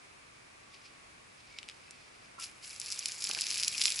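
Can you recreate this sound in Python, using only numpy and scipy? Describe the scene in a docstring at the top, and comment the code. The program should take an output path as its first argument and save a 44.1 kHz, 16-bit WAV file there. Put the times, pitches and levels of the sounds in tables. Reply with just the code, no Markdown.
"""A quiet night street hushes, with faint thin whines. A jug swishes as it is lifted, and drips.
A first slop lands on a car's bumper, then the stream grows and spatters on panel and asphalt:
sharp single drops over a dense patter and a fine spray. Trapped air rings as small bubbles and
a few hollow plops; the plastic panel drums and thuds. Car body and house fronts add a thin echo."""
import sys
import numpy as np
from scipy import signal
from scipy.fft import rfft, irfft, next_fast_len
from scipy.io import wavfile
from scipy.ndimage import uniform_filter1d, map_coordinates

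SR = 44100
rng = np.random.default_rng(int(sys.argv[2]) if len(sys.argv) > 2 else 0)


def transcribe(signal):
    """Save signal, clipped to [-1, 1], as a 16-bit WAV file at the path in sys.argv[1]."""
    frames = np.atleast_2d(signal).T
    limited = np.clip(frames, -1, 1)
    pcm = np.round(limited * 32767).astype(np.int16)
    wavfile.write(sys.argv[1], SR, pcm)


N = 176400

# Street hush: f/Hz, relative density/dB
STREET_SPECTRUM = [(15, -42), (25, -14), (43, -8.5), (110, -5), (173, -8), (296, -6.5), (400, -7),
                   (900, -7), (1170, -5), (1350, -7), (1900, -8), (2330, -4.5), (2650, -8), (3000, -12.5),
                   (3900, -14.5), (5100, -14), (6000, -16.5), (9400, -20), (11000, -21), (14300, -75)]
# Street and panel drumming: f/Hz, left-right correlation
STREET_CORRELATION = [(40, 0.57), (120, 0.9), (250, 0.071), (500, -0.39), (1000, -0.42), (2300, 0.008),
                      (5000, 0.11), (10000, 0.55)]
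# Background whines: start/s, end/s, first f/Hz, last f/Hz, level/dB
WHINES = [(0.0, 1.35, 1201, 1102, -71), (1.49, 1.595, 2300, 2210, -58.5), (1.83, 2.06, 2650, 2465, -67)]
# Jug handling: t/s, length/s, level/dB
SWISHES = [(0.746, 0.043, -63), (.81, 0.18, -64.5), (0.858, 0.029, -61), (1.393, 0.029, -66),
           (1.517, 0.14, -62), (1.988, 0.49, -64), (2.246, 0.034, -66.5)]
# Jug swish: f/Hz, relative density/dB
SWISH_SPECTRUM = [(300, -31), (1700, -30), (2350, 2), (3000, -5), (3900, -5), (5000, 1), (6000, -9.5),
                  (9000, -20)]
# Swishes and spray: f/Hz, left-right correlation
WATER_CORRELATION = [(300, 0.36), (1000, -0.21), (2300, 0.78), (5000, 0.88), (10000, 1)]
# Drips off the jug: t/s, level/dB, treble tilt/dB
DRIPS = [(1.587, -33.5, -3), (1.5896, -48, -2), (1.63, -41.5, -3), (1.641, -52, -2), (1.683, -50, 2),
         (1.6881, -36, 4), (1.6981, -40, 5), (1.713, -50, 0), (1.909, -42.5, 29)]
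# Drip impact: f/Hz, relative density/dB
DRIP_SPECTRUM = [(100, -39), (1000, -20), (1700, -10), (2400, 4), (3400, -1), (4300, -3.5), (5200, 0.5),
                 (6200, -11), (8000, -11), (9200, -22), (10300, -12), (11000, -21)]
# Drop brightness: f/Hz, share of treble tilt
TILT_SHAPE = [(2600, -0.41), (8500, 0.41)]
# Air pockets: t/s, level/dB, f/Hz, width/octaves, T60/s
PLOPS = [(2.38, -43, 1090, 0.13, .08), (2.383, -50.5, 1337, 0.056, 0.24), (3.369, -40, 1600, 0.092, 0.068),
         (3.427, -26, 2930, 0.16, 0.0098), (3.677, -24, 2580, 0.11, 0.017),
         (3.747, -30, 2530, 0.083, 0.028), (3.878, -21, 2720, 0.41, 0.022)]
# Flow of the first slop: t/s, level/dB
SLOP_FLOW = [(2.385, -68), (2.399, -44.5), (2.436, -39), (2.455, -47.5), (2.52, -63.5), (2.6, -64)]
# Flow of the pour: t/s, level/dB
POUR_FLOW = [(2.6, -73), (2.636, -48.5), (2.715, -46.5), (2.785, -53), (2.82, -46), (2.93, -42),
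             (2.97, -44.5), (3.03, -45.5), (3.08, -41), (3.11, -44.5), (3.19, -45.5), (3.28, -40),
             (3.46, -39.5), (3.64, -37), (3.705, -40.5), (3.86, -33), (3.945, -39), (4.0, -35)]
# Heavy drops of slop and pour: t/s, level/dB, treble tilt/dB
HEAVY_DROPS = [(2.399, -40, 37), (2.432, -41.5, -8), (2.4405, -34.5, 14), (2.515, -52, 10),
               (2.6463, -40, -4), (2.7625, -42.5, 10), (2.7998, -30, 41), (2.8158, -34, 3),
               (2.861, -35.5, 12), (2.9039, -35, 17), (2.918, -33.5, 14), (2.923, -28, 7), (2.925, -37, 9),
               (2.9923, -27, 29), (3.0578, -25, 6), (3.0595, -27.5, 17), (3.085, -33, 23), (3.12, -33, 8),
               (3.2064, -36.5, 13), (3.2222, -32.5, 4), (3.2244, -33, 10), (3.2413, -25.5, 16),
               (3.245, -32, 19), (3.2507, -30, -8), (3.2675, -36, 12), (3.2717, -31, 1), (3.292, -29.5, 23),
               (3.313, -26, -1), (3.3353, -33, 21), (3.3488, -27.5, -12), (3.3887, -30, -13),
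               (3.4023, -37, 17), (3.4104, -23.5, 23), (3.4187, -25.5, -5), (3.44, -33, -4),
               (3.468, -27.5, -1), (3.5025, -31.5, -2), (3.5057, -27, 7), (3.5125, -27.5, 2),
               (3.5431, -30, 4), (3.558, -30.5, 9), (3.5731, -28, 4), (3.5796, -28.5, 16), (3.599, -28, 1),
               (3.6283, -30.5, -9), (3.6341, -22.5, 2.5), (3.6469, -25.5, 3), (3.6809, -19, 14),
               (3.78, -27.5, -3), (3.8125, -25, -4), (3.8162, -19.5, -2.5), (3.8227, -26.5, 2),
               (3.8375, -25, 13), (3.84, -24, 19), (3.8556, -16, -4), (3.8756, -38, 19), (3.904, -26.5, 13),
               (3.9218, -26, 11), (3.9914, -27, -2)]
# Water on a hard surface: f/Hz, relative density/dB
SPLAT_SPECTRUM = [(100, -32.5), (600, -45.5), (1300, -24), (1950, -11.5), (2450, -1), (3400, -4.5),
                  (4400, 1), (5150, 6), (6200, -3.5), (7300, -4), (8200, -8.5), (9200, -17), (10200, -3.5),
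                  (11000, -6.5)]
# Fine spray: f/Hz, relative density/dB
SPRAY_SPECTRUM = [(100, -17), (700, -15), (1500, -7), (2000, -7), (2400, 1), (3300, -8.5), (4300, -10),
                  (5150, -8.5), (6200, -11), (7500, -5.5), (9200, -14), (10200, -4), (11000, -10.5)]
# Panel under the stream: f/Hz, relative density/dB
DRUM_SPECTRUM = [(30, -11), (85, 4.5), (160, 6), (300, 2), (700, -6), (1500, -26)]
# Gushes on the panel: t/s, level/dB
THUDS = [(3.297, -38.5), (3.33, -46), (3.367, -40), (3.511, -48)]
# Panel thud: f/Hz, relative density/dB
THUD_SPECTRUM = [(100, -25), (240, 0), (450, -2.5), (800, 3.5), (1300, -1.5), (1700, 1), (2600, -20)]

TOP_HZ = 11150
MEAN_FLOW_DB = np.mean(np.transpose(POUR_FLOW)[1])
TIME_S = np.arange(N) / SR


def amp(db):
    """Decibels to gain."""
    return 10 ** (np.asarray(db) / 20)


def unit(x):
    """Scale to rms 1."""
    return x / np.sqrt(np.mean(x ** 2) + 1e-20)


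def along(points, hz):
    """Read (f/Hz, value) points on a log axis."""
    f, v = np.transpose(points)
    return np.interp(np.log(hz + 1), np.log(f + 1), v)


def wobble(rate_hz):
    """Smooth random curve, rate_hz knots a second."""
    return map_coordinates(rng.standard_normal(4096), [TIME_S * rate_hz], mode="wrap")


def filtered(x, response):
    """Apply a frequency response."""
    size = next_fast_len(N + SR // 4)
    return irfft(rfft(x, size) * response(np.fft.rfftfreq(size, 1 / SR)), size)[..., :N]


def stereo_noise(spectrum, correlation):
    """Coloured noise, rms 1, with a given left-right correlation."""
    def response(hz):
        angle = np.arccos(np.clip(along(correlation, hz), -1, 1)) / 2
        return amp(along(spectrum, hz)) * [np.cos(angle), np.sin(angle)]
    mid, side = filtered(rng.standard_normal((2, N)), response)
    return unit(np.array([mid + side, mid - side]))


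def add(out, at_s, sound):
    """Mix in a stereo sound."""
    i = int(np.clip(round(at_s * SR), 0, N - 1))
    out[:, i:i + sound.shape[1]] += sound[:, :N - i]


def street(level_db=-56):
    """Steady hush of a town at night."""
    return amp(level_db + 0.35 * wobble(7.02)) * stereo_noise(STREET_SPECTRUM, STREET_CORRELATION)


def whines(relative_width=90 / 1201):
    """Thin fuzzy tones swell, sink in pitch and fade."""
    out = np.zeros(N)
    for start_s, end_s, first_hz, last_hz, db in WHINES:
        progress = np.clip((TIME_S - start_s) / (end_s - start_s), 0, 1)
        phase = 2 * np.pi * np.cumsum(first_hz + (last_hz - first_hz) * progress) / SR
        width_hz = relative_width * first_hz
        tone = unit(wobble(width_hz) * np.sin(phase) + wobble(width_hz) * np.cos(phase))
        out += amp(db) * np.sqrt(4 * progress * (1 - progress)) * tone
    return out


def jug():
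    """Faint swishes as the jug is lifted and carried."""
    swell = sum(amp(db) * np.exp(-2 * ((TIME_S - at_s) / length_s) ** 2)
                for at_s, length_s, db in SWISHES)
    return swell * unit(amp(2.5 * wobble(150)) * stereo_noise(SWISH_SPECTRUM, WATER_CORRELATION))


def splats(times_s, gains, spectrum, treble_db, ripple_db, pan_db, scatter_db, scatter_t60_s=0.027):
    """Each impact: a snap of its own colour, then a short burst of scattered droplets."""
    count, size = len(times_s), 1024
    hz, t = np.fft.rfftfreq(size, 1 / SR), np.arange(size) / SR
    ripple = rng.standard_normal((count, len(hz)))
    ripple = unit(uniform_filter1d(uniform_filter1d(ripple, 24), 16))
    colour = amp(along(spectrum, hz) + treble_db[:, None] * along(TILT_SHAPE, hz) + ripple_db * ripple)
    colour /= np.sqrt(1 + (hz / TOP_HZ) ** 30)
    # Minimum phase keeps the attack sharp.
    cepstrum = irfft(np.log(colour + 1e-5))
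    causal = np.r_[1, np.full(size // 2 - 1, 2), 1, np.zeros(size // 2 - 1)]
    snap = np.exp(rfft(cepstrum * causal))
    snap /= np.sqrt(np.mean(abs(snap) ** 2, axis=1, keepdims=True))
    fade = amp(-60 * t / scatter_t60_s) * (1 - np.exp(-t * 2000))
    noise = rng.standard_normal((count, 2, size))
    droplets = noise[:, :1] + 0.32 * noise[:, 1:] * [[1], [-1]]  # mid + side
    impact = amp(scatter_db) * fade / np.linalg.norm(fade) * droplets
    impact[:, :, 0] += amp(pan_db * rng.standard_normal((count, 1)) * [1, -1])  # the strike
    out = np.zeros((2, N))
    for at_s, gain, sound in zip(times_s, gains, irfft(rfft(impact) * snap[:, None])):
        add(out, at_s, gain * sound)
    return out


def single_drops(table, spectrum, scatter_db):
    """Large drops land, heard one by one."""
    times_s, db, treble_db = np.transpose(table)
    gains = amp(db) * np.sqrt(SR * 0.0014)  # energy of 1.4 ms at that level
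    return splats(times_s, gains, spectrum, treble_db, ripple_db=2, pan_db=1.6, scatter_db=scatter_db)


def echo(x, level_db=-14, t60_s=0.11, delay_s=0.004):
    """Thin tail off car body and house fronts."""
    t = np.arange(SR // 3) / SR
    tail = rng.standard_normal((2, len(t))) * amp(-60 * t / t60_s) * (t > delay_s)
    return amp(level_db) * signal.fftconvolve(x, tail / np.linalg.norm(tail[0]), axes=1)[:, :N]


def plops(size=8192):
    """Larger air pockets: a short push dies away in one resonance."""
    out, t, hz = np.zeros((2, N)), np.arange(size) / SR, np.fft.rfftfreq(size, 1 / SR)
    for at_s, db, pitch_hz, width_oct, t60_s in PLOPS:
        band = 1 / (1 + (np.log2((hz + 1) / pitch_hz) / width_oct) ** 4)
        ring = unit(irfft(band * np.exp(2j * np.pi * rng.random((2, len(hz))))))
        envelope = amp(db - 60 * t / t60_s) * (1 - np.exp(-t * 1000))
        add(out, at_s, envelope * ring)
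    return out


def flow_db(t):
    """Strength of the falling water: slop, then pour."""
    slop_db = np.interp(t, *np.transpose(SLOP_FLOW), left=-120, right=-120)
    pour_db = np.interp(t, *np.transpose(POUR_FLOW), left=-120)
    return np.maximum(slop_db, pour_db)


def patter(count=760, re_flow_db=-3.5):
    """The stream breaks into small bright drops, louder and more unequal as the flow grows."""
    start_s = SLOP_FLOW[0][0]
    span_s = N / SR - start_s
    times_s = start_s + span_s * (np.arange(count) + rng.uniform(-1, 2, count)) / count
    spread_db = np.clip(4.5 + 0.13 * (flow_db(times_s) - MEAN_FLOW_DB), 0, 12)
    sizes = unit(amp(spread_db * np.minimum(rng.standard_normal(count), 1.6)))
    gains = sizes * amp(flow_db(times_s) + re_flow_db) * np.sqrt(span_s * SR / count)
    treble_db = 9 + 12.5 * rng.standard_normal(count)
    return splats(times_s, gains, SPLAT_SPECTRUM, treble_db, ripple_db=3.5, pan_db=0.8, scatter_db=-3.5)


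def spray(offset_db=-5.5, db_per_flow_db=0.69):
    """Countless droplets merge into a fluttering hiss."""
    level_db = MEAN_FLOW_DB + db_per_flow_db * (flow_db(TIME_S) - MEAN_FLOW_DB) + offset_db
    flutter = amp(2.1 * wobble(700))
    return amp(level_db) * unit(flutter * stereo_noise(SPRAY_SPECTRUM, WATER_CORRELATION))


def bumper(drum_re_flow_db=-31, attack_s=0.0011, t60_s=0.053):
    """The plastic panel drums under the stream and thuds when a gush hits."""
    blows = sum(amp(db - 60 * abs(TIME_S - at_s) / t60_s) * np.clip((TIME_S - at_s) / attack_s, 0, 1)
                for at_s, db in THUDS)
    thuds = blows * stereo_noise(THUD_SPECTRUM, correlation=[(200, 0.037), (1500, 0.24)])
    drumming = amp(flow_db(TIME_S) + drum_re_flow_db) * stereo_noise(DRUM_SPECTRUM, STREET_CORRELATION)
    return thuds + drumming


def bubbles(count=260, re_flow_db=-10, centre_hz=4980, spread_oct=0.29, decay_cycles=3.1):
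    """Air trapped by the drops rings for a few cycles."""
    out, t, start_s = np.zeros((2, N)), np.arange(700) / SR, POUR_FLOW[0][0]
    for k, (jitter, pitch, strength, pan_db) in enumerate(rng.standard_normal((count, 4))):
        at_s = start_s + (N / SR - start_s) * (k + jitter) / count
        hz = np.clip(centre_hz * 2 ** (spread_oct * pitch), 2100, 8200)
        age = hz * t / decay_cycles
        ping = np.sin(2 * np.pi * hz * t) * np.exp(-age) * (1 - np.exp(-2 * age))
        ping *= np.sqrt(SR / count) / np.linalg.norm(ping)
        gain = amp(flow_db(at_s) + re_flow_db + 5.6 * min(strength, 1))
        add(out, at_s, gain * ping * amp([[pan_db], [-pan_db]]))
    return out


def scene(pan_db=0.17):
    """Pour just left of centre, drips just right, over the street."""
    drops = single_drops(HEAVY_DROPS, SPLAT_SPECTRUM, scatter_db=-8)
    pour = drops + patter() + spray() + bubbles() + plops() + bumper()
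    drips = single_drops(DRIPS, DRIP_SPECTRUM, scatter_db=-6)
    water = pour * amp([[pan_db], [-pan_db]]) + drips * amp([[-pan_db], [pan_db]])
    return water + echo(water) + jug() + street() + whines()


def record(dry):
    """Steep low-pass at TOP_HZ."""
    return filtered(dry, lambda hz: 1 / np.sqrt(1 + (hz / TOP_HZ) ** 120))


dry = scene()
out = record(dry)
transcribe(out)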